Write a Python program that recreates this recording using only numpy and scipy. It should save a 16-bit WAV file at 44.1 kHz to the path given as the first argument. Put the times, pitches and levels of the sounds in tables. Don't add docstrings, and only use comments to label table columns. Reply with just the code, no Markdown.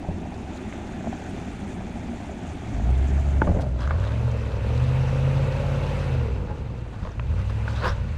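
import sys
import numpy as np
from scipy import signal
from scipy.io import wavfile

SR = 44100
rng = np.random.default_rng(int(sys.argv[2]) if len(sys.argv) > 2 else 0)


def waveform_to_disk(signal):
    frames = np.transpose(np.atleast_2d(signal))
    scaled = np.clip(frames, -1, 1) * 32767
    samples = np.round(scaled).astype(np.int16)
    wavfile.write(sys.argv[1], SR, samples)


N = 360297
TIME = np.arange(N) / SR
IDLE_RPM, CRUISE_RPM = 589.6, 2000

# press and release in seconds, rpm asked for at each, strain in dB.
THROTTLE_PUSHES = [(2.59, 3.461, 1094, 1028, 0), (3.694, 4.228, 1554, 1899, -4),
                   (4.389, 5.972, 1920, 2121, -2), (7.07, 7.746, 1723, 1622, -3.5)]

def throttle(travel_s=.28, off_load_db=-8, bark_db=11.5):
    pedal, strain_db, asked_rpm = 0, 0, IDLE_RPM
    for press, release, first_rpm, last_rpm, db in THROTTLE_PUSHES:
        push = np.interp(TIME, [press, press + travel_s, release, release + travel_s], [0, 1, 1, 0])
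        asked_rpm += push * (np.interp(TIME, [press, release], [first_rpm, last_rpm]) - IDLE_RPM)
        pedal = np.minimum(pedal + push, 1)
        strain_db += push * db
    rpm = lag(asked_rpm, up_s=.123, down_s=.428)
    load = lag(pedal, up_s=.0094, down_s=.52)
    speeding_up = np.maximum(asked_rpm / rpm - 1, 0)
    return rpm, pedal, off_load_db * (1 - load) + strain_db + bark_db * speeding_up

FIRING_DB = [0, 4.5, -3.5, 3.5, 1.5, -0.5, -5.5, 6.5]

def firing_flow(cycle, rough_db=3, bank_lag_s=.001117):
    firings = len(FIRING_DB) * cycle
    count = np.floor(firings).astype(int)
    cylinder = count % len(FIRING_DB)
    onsets = np.flatnonzero(np.diff(count)) + 1
    scatter_db = rough_db * rng.standard_normal(N)[:len(onsets)]
    pulses = np.zeros(N)
    pulses[onsets] = from_db(np.array(FIRING_DB)[cylinder[onsets]] + scatter_db)
    far = np.isin(cylinder, [1, 3, 4, 6])
    pulses = pulses * ~far + np.interp(TIME - bank_lag_s, TIME, pulses * far)
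    puffs = rng.standard_normal(N) * np.exp(-3 * (firings % 1))
    return rms_one(pulses / np.sqrt(np.gradient(cycle))) + .5 * rms_one(puffs)

# time in seconds, level in dB.
BOOM_RIDE = [(0, -63), (2.6, -64), (2.75, -31.5), (2.92, -18.5), (3.25, -22), (3.5, -22.5), (3.63, -29.5),
             (3.92, -21.5), (4.1, -26.5), (4.27, -23), (4.48, -32), (4.78, -22.5), (5.05, -23), (5.2, -22),
             (5.45, -21.5), (5.58, -28.5), (5.73, -22.5), (5.89, -31), (6.05, -27), (6.18, -20.5),
             (6.3, -30), (6.5, -36.5), (7.1, -39.5), (7.22, -31), (7.3, -23.5), (7.45, -27.5), (8.17, -31)]
# multiple of the engine cycle, relative level in dB.
THROB_ORDERS = [(3, -1), (4, -15), (5, -1.5), (6, -16), (7, -15.5), (9, -20), (10, -17.5), (11, -17.5),
                (12, -17), (13, -18.5), (14, -16.5), (16, -11.5), (21, -15), (43, -20), (45, -18.5),
                (49, -20)]
# frequency in Hz, gain in dB.
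SILENCER_EQ = [(30, -44), (40, -40), (46, -34), (51, -29), (57, -25.5), (66, -24.5), (76, -22.5), (89, -28),
               (118, -18.5), (131, -24.5), (180, -35.5), (210, -29.5), (232, -27.5), (260, -36.5),
               (290, -38)]

def exhaust_tones(cycle, effort_db):
    cycle_hz = np.gradient(cycle) * SR
    boom_db, = in_time(BOOM_RIDE)
    out = tone(cycle, len(FIRING_DB), boom_db + 1.3 * drift(12.4))
    for order, db in THROB_ORDERS:
        waver_db = (.25 - .12 * db) * drift(6.9)
        out += tone(cycle, order, effort_db + db + at_hz(SILENCER_EQ, order * cycle_hz) + waver_db)
    return out

# centre in Hz, width in Hz, relative level in dB.
PIPE_MODES = [(76.4, 44, 1), (136.5, 90, 1.5), (206, 49, 1), (418, 93, -11), (890, 300, -16),
              (1405, 99, -18)]

def exhaust_rasp(cycle, rasp_db, gap_hz, pipe_db=-2, growl_db=-4):
    flow = firing_flow(cycle)
    pipe = sum((-1) ** k * from_db(db) * resonate(flow, hz, width)
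               for k, (hz, width, db) in enumerate(PIPE_MODES))
    swirl = flow + .6 * rng.standard_normal(N)
    growl = swept_band(swirl, gap_hz, width_hz=190)
    return from_db(rasp_db) * (from_db(pipe_db) * rms_one(pipe) + from_db(growl_db) * growl)

# multiple of the engine cycle, relative level in dB.
GROWL_ORDERS = [(30, -14.5), (31, -9.5), (32, -14.5), (34, -12.5)]

def growl_tones(cycle, rasp_db, gap_hz, width_hz=65):
    cycle_hz = np.gradient(cycle) * SR
    out = np.zeros(N)
    for order, db in GROWL_ORDERS:
        partial = tone(cycle + .0041 * drift(18), order, rasp_db + db + 2.5 * drift(10))
        out += partial / np.hypot(1, (order * cycle_hz - gap_hz) / width_hz)
    return out

def combustion_rumble(effort_db):
    return from_db(-37 + .58 * effort_db) * rms_one(cut(rng.standard_normal(N), [45, 140], "band"))

# frequency in Hz, relative noise density in dB.
FAN_SPECTRUM = [(500, -14), (850, 3), (972, -6.5), (1140, -3.5), (1470, -7), (2040, -6), (2630, -11),
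                (3520, -14.5), (4890, -21.5), (6160, -23.5), (9310, -35.5), (10600, -46.5), (12600, -38),
                (15500, -53.5)]
# centre in Hz, width in Hz, relative level in dB.
BAY_MODES = [(875, 200, -8), (1470, 140, -14.5), (2597, 440, -9.5), (3910, 190, -27), (4210, 230, -23),
             (6150, 520, -28.5), (7660, 240, -31), (8900, 1200, -32), (12300, 600, -37.5)]

def fan(cycle, fan_db, pulse_depth=.043):
    pulsing = 1 + pulse_depth * np.cos(2 * np.pi * len(FIRING_DB) * cycle)
    air = coloured(rng.standard_normal((2, N)), FAN_SPECTRUM, flicker_db=2)
    flow = rng.standard_normal(N)
    whir = sum(from_db(db) * rms_one(resonate(resonate(flow, hz, width), hz, width))
               for hz, width, db in BAY_MODES)
    return from_db(fan_db) * pulsing * bay_reflections(air + whir)

def intake_hiss(airflow):
    hiss = cut(cut(rng.standard_normal(N), 5500, "high"), 9500, "low", order=4)
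    return from_db(-68) * airflow * rms_one(bay_reflections(hiss))

# delay in seconds, gain in dB.
BAY_ECHOES = [(.00231, -26.5), (.00589, -15)]

def bay_reflections(x):
    treble = cut(x, 2700, "high")
    return x + sum(from_db(db) * np.interp(TIME - s, TIME, treble) for s, db in BAY_ECHOES)

# start in seconds, ring level in dB, low-end weight in dB, pitch ratio,
# grit level in dB; all levels are relative.
STONE_KNOCKS = [(0.726, -30, -17, 1.36, -19.5), (3.417, -1.5, -11, 0.93, -20),
                (3.474, -15.5, -12, 0.8, -38), (3.597, -24, -9, 0.96, -36), (3.875, -20.5, -27, 0.9, -19),
                (3.908, -8, -16.5, 0.86, -17.5), (4.565, -29, -5, 0.95, -29), (4.704, -25, -1, 0.83, -29),
                (4.946, -25, -8, 0.74, -29), (5.436, -31, -4, 0.73, -28), (5.472, -27, -8, 0.53, -28),
                (5.848, -22, -2, 0.58, -30), (7.051, -22.5, -15, 0.67, -33), (7.072, -18.5, -36, 0.55, -27),
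                (7.196, -24.5, -20, 0.68, -16), (7.679, -13, -27, 0.92, -36), (7.852, -16, -9, 1, -19),
                (7.866, -15.5, -6, 1.083, -27), (7.882, -15.5, -9, 0.88, -25)]
# Hz at pitch ratio 1, relative level in dB, seconds to fall 60 dB.
STONE_MODES = [(349, -7, 0.05), (620, 0, 0.0052), (937, -3, 0.053), (1340, -1.5, 0.0096), (1494, 5, 0.011),
               (1710, -1.5, 0.0027), (2410, -21, 0.016)]

def stone_knocks(ring_db=-7, slip_s=.00187, slip_db=-2):
    clacks, t = np.zeros(N), TIME[:SR // 100]
    for s, db, weight_db, pitch, grit_db in STONE_KNOCKS:
        grit = rng.standard_normal(len(t)) * np.exp(-t / .0015)
        add(clacks, s, from_db(grit_db) * cut(grit, [700, 2800], "band", order=3))
        for k, (hz, mode_db, t60) in enumerate(STONE_MODES):
            colour_db = (weight_db + 7.5) * np.log2(1500 / hz) / 2
            for delay, contact_db in [(0, 0), (slip_s, slip_db)]:
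                level_db = db + ring_db + mode_db + colour_db + contact_db + rng.standard_normal()
                add(clacks, s + delay, (-1) ** k * from_db(level_db) * ping(pitch * hz, t60))
    return cut(clacks, 3200, "low")

# start in seconds, level in dB, brightness in dB per octave.
JOLTS = [(.087, -17, 4.5), (3.419, -26.5, 24), (3.444, -24, 7), (3.476, -14, -3), (3.499, -20, 5),
         (3.565, -22.5, 7), (7.029, -24.5, -4), (7.842, -25, -1), (7.88, -26, -6)]
# pitch in Hz, relative level in dB, seconds to fall 60 dB.
CHASSIS_MODES = [(36, -11, 0.37), (88.4, -4, 0.32), (172.5, -2, 0.094), (319, -9.5, 0.021)]

def chassis_thuds():
    thuds = np.zeros(N)
    for s, db, tilt_db in JOLTS:
        for hz, mode_db, t60 in CHASSIS_MODES:
            add(thuds, s, from_db(db + mode_db + tilt_db * np.log2(hz / 150)) * ping(hz, t60))
    return cut(thuds, 1000, "low")

# peak time and fall in seconds, level in dB, brightness in dB per octave.
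SPLASH_AND_CRUNCHES = [(.572, 0.023, -47, 8), (3.477, 0.014, -44, -4), (3.616, 0.015, -42, 10.5),
                       (3.826, 0.042, -33, 3), (3.919, 0.035, -34.5, -0.5), (4.04, 0.076, -35.5, 3.5),
                       (6.509, 0.029, -47, -10.5), (6.95, 0.046, -43, 2.5), (7.06, 0.06, -41, 3.5),
                       (7.399, 0.035, -38.5, 4), (7.501, 0.0092, -35.5, 3.5), (7.701, 0.042, -34.5, 4.5),
                       (7.79, 0.048, -36, 4), (7.85, 0.037, -25, 0.5), (7.882, 0.033, -28, 4.5)]
# frequency in Hz, relative noise density in dB.
GRAVEL_SPECTRUM = [(330, -8), (700, 5.5), (1300, 13.5), (1700, 6), (2100, -24), (3200, -1.5), (4200, -13.5),
                   (5200, -15.5), (6500, -22.5), (9000, -35.5), (12000, -55), (15500, -49)]
# centre in Hz, width in Hz, relative level in dB.
SKID_PLATE_MODES = [(390, 54, 2), (540, 84, 22), (976, 180, 10), (1410, 140, -11)]

def splash_and_crunches(rise_share=.77):
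    bursts = np.array([from_db(db) * swell(s, rise_share * fall, fall)
                       for s, fall, db, _ in SPLASH_AND_CRUNCHES]) + 1e-9
    level = bursts.sum(axis=0)
    tilt_db = np.array(SPLASH_AND_CRUNCHES)[:, -1] @ bursts / level
    collisions = [grains(per_s=2200, spread_db=4) for _ in range(2)]
    crush = coloured(collisions, GRAVEL_SPECTRUM, flicker_db=2, tilt_db=tilt_db)
    ring = sum(from_db(db) * resonate(collisions[0], hz, width) for hz, width, db in SKID_PLATE_MODES)
    plate = from_db(-tilt_db) * rms_one(ring)
    return level * (from_db(-5) * crush + .5 * cut(plate, 2400, "low"))

def tread_crackle(level_db):
    turning = np.interp(TIME, [3.7, 3.9], [0, 1])
    cracks = coloured([grains(per_s=240, spread_db=2)], GRAVEL_SPECTRUM, flicker_db=2)
    return turning * from_db(level_db) * cracks

# peak time, rise and fall in seconds, level in dB.
ROCK_LURCHES = [(3.505, 0.056, 0.017, -24.5), (3.575, 0.029, 0.064, -26.5)]
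# frequency in Hz, relative noise density in dB.
ROCK_SPECTRUM = [(82, -32), (140, 6.5), (318, -1), (346, -3), (673, -1), (934, -68), (1010, -27),
                 (1400, -27.5), (1820, -41), (3080, -120)]

def rolling_rock():
    return swells(ROCK_LURCHES) * coloured([grains(per_s=220, spread_db=1.5)], ROCK_SPECTRUM)

# start in seconds, relative level in dB, pitch in Hz.
PEBBLE_TICKS = [(0.573, -28, 3850), (3.807, -29, 5300), (3.876, -34, 6200), (4.0, -34, 6000),
                (4.073, -29, 3800), (4.119, -33, 3600), (4.314, -34, 5860), (4.518, -29, 3700),
                (4.777, -26, 4000), (4.84, -32, 3500), (5.523, -29, 4300), (5.565, -30, 5300),
                (5.666, -35, 3800), (5.866, -33, 5400), (7.118, -40, 5600), (7.728, -38, 5900),
                (7.76, -25, 3700)]

def pebbles(trim_db=-12, decay_s=.003, width_share=.12):
    out, t = np.zeros(N), TIME[:SR // 25]
    for s, db, hz in PEBBLE_TICKS:
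        burst = rms_one(resonate(rng.standard_normal(len(t)), hz, width_share * hz))
        add(out, s, from_db(db + trim_db) * burst * np.exp(-t / decay_s))
    return cut(out, 8000, "low")

# time in seconds, pitch in Hz, level in dB.
JET_SWEEP = [(7.72, 3383, -81), (7.76, 3550, -50), (7.83, 4240, -55), (7.895, 5360, -41.5),
             (7.94, 5490, -78)]

def squirt():
    hz, db = in_time(JET_SWEEP)
    gate = (TIME > JET_SWEEP[0][0]) * (TIME < JET_SWEEP[-1][0])
    return from_db(db) * swept_band(rng.standard_normal(N), hz, width_hz=700) * gate

# peak time, rise and fall in seconds, level in dB.
MIST_PUFFS = [(7.868, .03, 0.033, -59)]

def mist():
    return swells(MIST_PUFFS) * rms_one(cut(grains(per_s=6000, spread_db=7), [6500, 13000], "band"))

# time in seconds, gurgle and spray in dB.
CREEK_RIDE = [(0, -34, -54), (.6, -35.5, -49.5), (1.1, -34, -49), (1.9, -35.5, -50.3), (3.45, -34.5, -49.5),
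              (3.75, -39.5, -58), (4.3, -42.5, -59), (6.1, -42, -69), (6.7, -43.5, -61), (8.17, -50, -59.5)]

def creek(gap_hz):
    gurgle_db, spray_db = in_time(CREEK_RIDE)
    return spray(spray_db, gap_hz) + from_db(gurgle_db) * gurgle() + gulps()

# bubble pitch in Hz, relative density in dB.
GURGLE_SPECTRUM = [(76, -46), (130, -40), (161, -1.5), (226, 2), (329, -7.5), (394, -6), (462, -47),
                   (529, -17.5), (667, -10), (776, -11), (1100, -25.5), (1430, -59), (2420, -120)]

def gurgle(count=7000, ring_cycles=22):
    out = np.zeros(N)
    for when, pitch, faintness in rng.random((count, 3)):
        hz = 120 * 8.5 ** pitch
        level_db = at_hz(GURGLE_SPECTRUM, hz) + 20 * np.log10(hz) - 2.4 * np.log(faintness + .16)
        add(out, when * N / SR, from_db(level_db) * ping(hz, ring_cycles / hz, glide=.17))
    return rms_one(cut(out, 927, "low", order=4))

# frequency in Hz, relative noise density in dB.
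FOAM_SPECTRUM = [(900, -6), (1200, 5.5), (1800, 7), (2500, -1), (3000, -7.5), (3500, 1.5), (4300, -10.5),
                 (5400, -11), (6400, -5), (7700, -6), (8500, -14.5), (9300, -25), (11000, -31.5),
                 (15000, -49.5)]
# ratio to the gap's pitch, width in Hz, relative level in dB.
UNDERBODY_MODES = [(3.15, 490, -9), (4.55, 478, -15)]

def spray(spray_db, gap_hz):
    pops = [grains(per_s=12000, spread_db=5) for _ in range(2)]
    ring = sum(from_db(db) * swept_band(grains(per_s=9000, spread_db=3.5), ratio * gap_hz, width)
               for ratio, width, db in UNDERBODY_MODES)
    return from_db(spray_db + .65 * drift(3)) * (coloured(pops, FOAM_SPECTRUM, flicker_db=2) + ring)

# start in seconds, level in dB, starting pitch in Hz.
AIR_POCKETS = [(.047, -26, 760), (.089, -22, 597), (.234, -27.5, 720), (.257, -29, 624), (1.008, -26, 650),
               (1.044, -25, 670), (1.072, -18.5, 674), (1.128, -19, 745), (3.497, -23, 660),
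               (3.548, -20, 500), (3.568, -20, 560), (3.595, -17.5, 650)]

def gulps():
    out = np.zeros(N)
    for s, db, hz in AIR_POCKETS:
        add(out, s, from_db(db) * ping(hz, t60=.025, glide=.069))
    return cut(out, 1050, "low")

# start and length in seconds,
# first and last pitch in Hz before detuning, level in dB.
GLUGS_AND_GROAN = [(.09, 0.15, 336.7, 380, -39), (.58, 0.09, 326, 448, -37), (.7, 0.26, 245, 200.6, -40),
                   (.98, .24, 210.2, 267, -34.5), (1.6, 0.16, 226.7, 161, -36.5),
                   (1.73, 0.13, 166.6, 215.6, -36), (2.03, 0.22, 256, 234.7, -36),
                   (6.43, .15, 850, 895, -46)]

def glugs_and_groan(detune=.96):
    out = np.zeros(N)
    for s, length, first_hz, last_hz, db in GLUGS_AND_GROAN:
        hz = np.linspace(first_hz, last_hz, int(length * SR))
        glide = tone(np.cumsum(hz) / SR, detune, db + 3 * drift(33)[:len(hz)])
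        add(out, s, np.hanning(len(hz)) * glide)
    return out

def forest(x, t60=.94, wet_db=-27):
    t = TIME[:SR]
    tail = cut(rng.standard_normal(SR), 3000, "low") * np.exp(-np.log(1000) * t / t60) * (t > .008)
    return x + from_db(wet_db) * signal.fftconvolve(x, tail / np.linalg.norm(tail))[:N]

def from_db(db):
    return 10 ** (np.asarray(db) / 20)

def rms_one(x):
    return x / np.sqrt(np.mean(x ** 2) + 1e-20)

def in_time(rows):
    s, *columns = np.transpose(rows)
    return [np.interp(TIME, s, column) for column in columns]

def at_hz(spectrum, hz):
    points_hz, db = np.transpose(spectrum)
    return np.interp(np.log(hz), np.log(points_hz), db)

def cut(x, hz, kind, order=2):
    sos = signal.butter(order, np.clip(hz, 10, .45 * SR), kind, fs=SR, output="sos")
    return signal.sosfilt(sos, x + 1e-18)

def drift(rate_hz, step=40):
    r = np.exp(-2 * np.pi * rate_hz * step / SR)
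    slow = signal.lfilter([1], [1, -2 * r, r * r], rng.standard_normal(N // step + 2002))[2000:]
    return np.interp(np.arange(N) / step, np.arange(len(slow)), rms_one(slow))

def lag(x, up_s, down_s, step=147):
    out = [x[0]]
    for aim in x[step::step]:
        lag_s = up_s if aim > out[-1] else down_s
        out.append(aim + (out[-1] - aim) * np.exp(-step / SR / lag_s))
    return np.interp(TIME, TIME[::step], out)

def resonate(x, hz, width_hz):
    r = np.exp(-np.pi * width_hz / SR)
    poles = [1, -2 * r * np.cos(2 * np.pi * hz / SR), r * r]
    return signal.lfilter(np.array([1, 0, -1]) * (1 - r * r) / 2, poles, x)

def swept_band(x, hz, width_hz, block=128):
    out, r = x.copy(), np.exp(-np.pi * width_hz / SR)
    for _ in range(2):
        state = np.zeros(2)
        for i in range(0, N, block):
            poles = [1, -2 * r * np.cos(2 * np.pi * hz[i] / SR), r * r]
            out[i:i + block], state = signal.lfilter([1 - r, 0, r - 1], poles, out[i:i + block], zi=state)
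    return rms_one(out)

def tone(cycle, order, db):
    return from_db(db) * np.sqrt(2) * np.sin(2 * np.pi * (order * cycle + rng.random()))

def ping(hz, t60, glide=0):
    t = np.arange(int(t60 * SR) + 1) / SR
    return np.sin(2 * np.pi * hz * t * (1 + glide * t / t60 / 2)) * np.exp(-np.log(1000) * t / t60)

def grains(per_s, spread_db):
    onsets = np.flatnonzero(rng.random(N) < per_s / SR)
    size = np.minimum(rng.exponential(1, N)[onsets], 4)
    clicks = np.zeros(N)
    clicks[onsets] = from_db(spread_db * size) * np.sign(rng.standard_normal(N)[onsets])
    return rms_one(clicks)

def coloured(sources, spectrum, flicker_db=0, tilt_db=0):
    bottom, top = spectrum[0][0], spectrum[-1][0]
    edges = np.geomspace(bottom, top, round(3 * np.log2(top / bottom)) + 1)
    out = np.zeros(N)
    for k, (low, high) in enumerate(zip(edges, edges[1:])):
        hz = np.sqrt(low * high)
        gain_db = at_hz(spectrum, hz) + flicker_db * drift(23) + tilt_db * np.log2(hz / 1500)
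        out += from_db(gain_db) * cut(sources[k % len(sources)], [low, high], "band")
    return rms_one(out)

def swell(s, rise, fall):
    return np.exp(-np.where(TIME < s, ((TIME - s) / rise) ** 2, (np.abs(TIME - s) / fall) ** 1.34))

def swells(rows):
    return sum(from_db(db) * swell(s, rise, fall) for s, rise, fall, db in rows)

def add(out, s, sound):
    i = max(int(s * SR), 0)
    out[i:i + len(sound)] += sound[:max(N - i, 0)]

# time in seconds, pitch of the gap under the body in Hz,
# exposure of the exhaust in dB, exposure of the fan in dB.
TRUCK_POSE = [(0, 800, -3, 1.5), (2.7, 728, -4.5, 1), (3.5, 631, 0, -5.5), (4.55, 526, 2, 1),
              (4.8, 507, -0.5, 1.5), (5.75, 539, 5.5, 2), (6.15, 480, 1.5, 2), (6.5, 460, 4, -1.5),
              (7.45, 503, -5, -2.5), (8.17, 540, -5, -0.5)]

def scene():
    rpm, pedal, effort_db = throttle()
    gap_hz, exhaust_open_db, fan_open_db = in_time(TRUCK_POSE)
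    rev_octaves = np.log2(rpm / CRUISE_RPM)
    throttle_shut = 1 - lag(pedal, up_s=.04, down_s=.051)
    rasp_db = -36 + 4 * rev_octaves + .42 * effort_db + exhaust_open_db
    fan_db = -43 + 5 * rev_octaves - 2 * throttle_shut + fan_open_db
    cycle = np.cumsum(rpm * (1 + .003 * drift(10))) / (2 * 60 * SR)
    engine = exhaust_tones(cycle, effort_db) + exhaust_rasp(cycle, rasp_db, gap_hz)
    engine += growl_tones(cycle, rasp_db, gap_hz) + fan(cycle, fan_db)
    engine += intake_hiss(pedal * rpm / CRUISE_RPM) + combustion_rumble(effort_db)
    ground = stone_knocks() + chassis_thuds() + pebbles() + splash_and_crunches() + rolling_rock()
    ground += tread_crackle(fan_db - 10)
    ground += squirt() + mist()
    return (engine + creek(gap_hz) + glugs_and_groan() + forest(ground))[None]

def record(dry):
    top_cut = signal.ellip(10, .1, 80, 15700, fs=SR, output="sos")
    return signal.sosfilt(top_cut, cut(dry, 8.3, "high"))

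dry = scene()
out = record(dry)
waveform_to_disk(out)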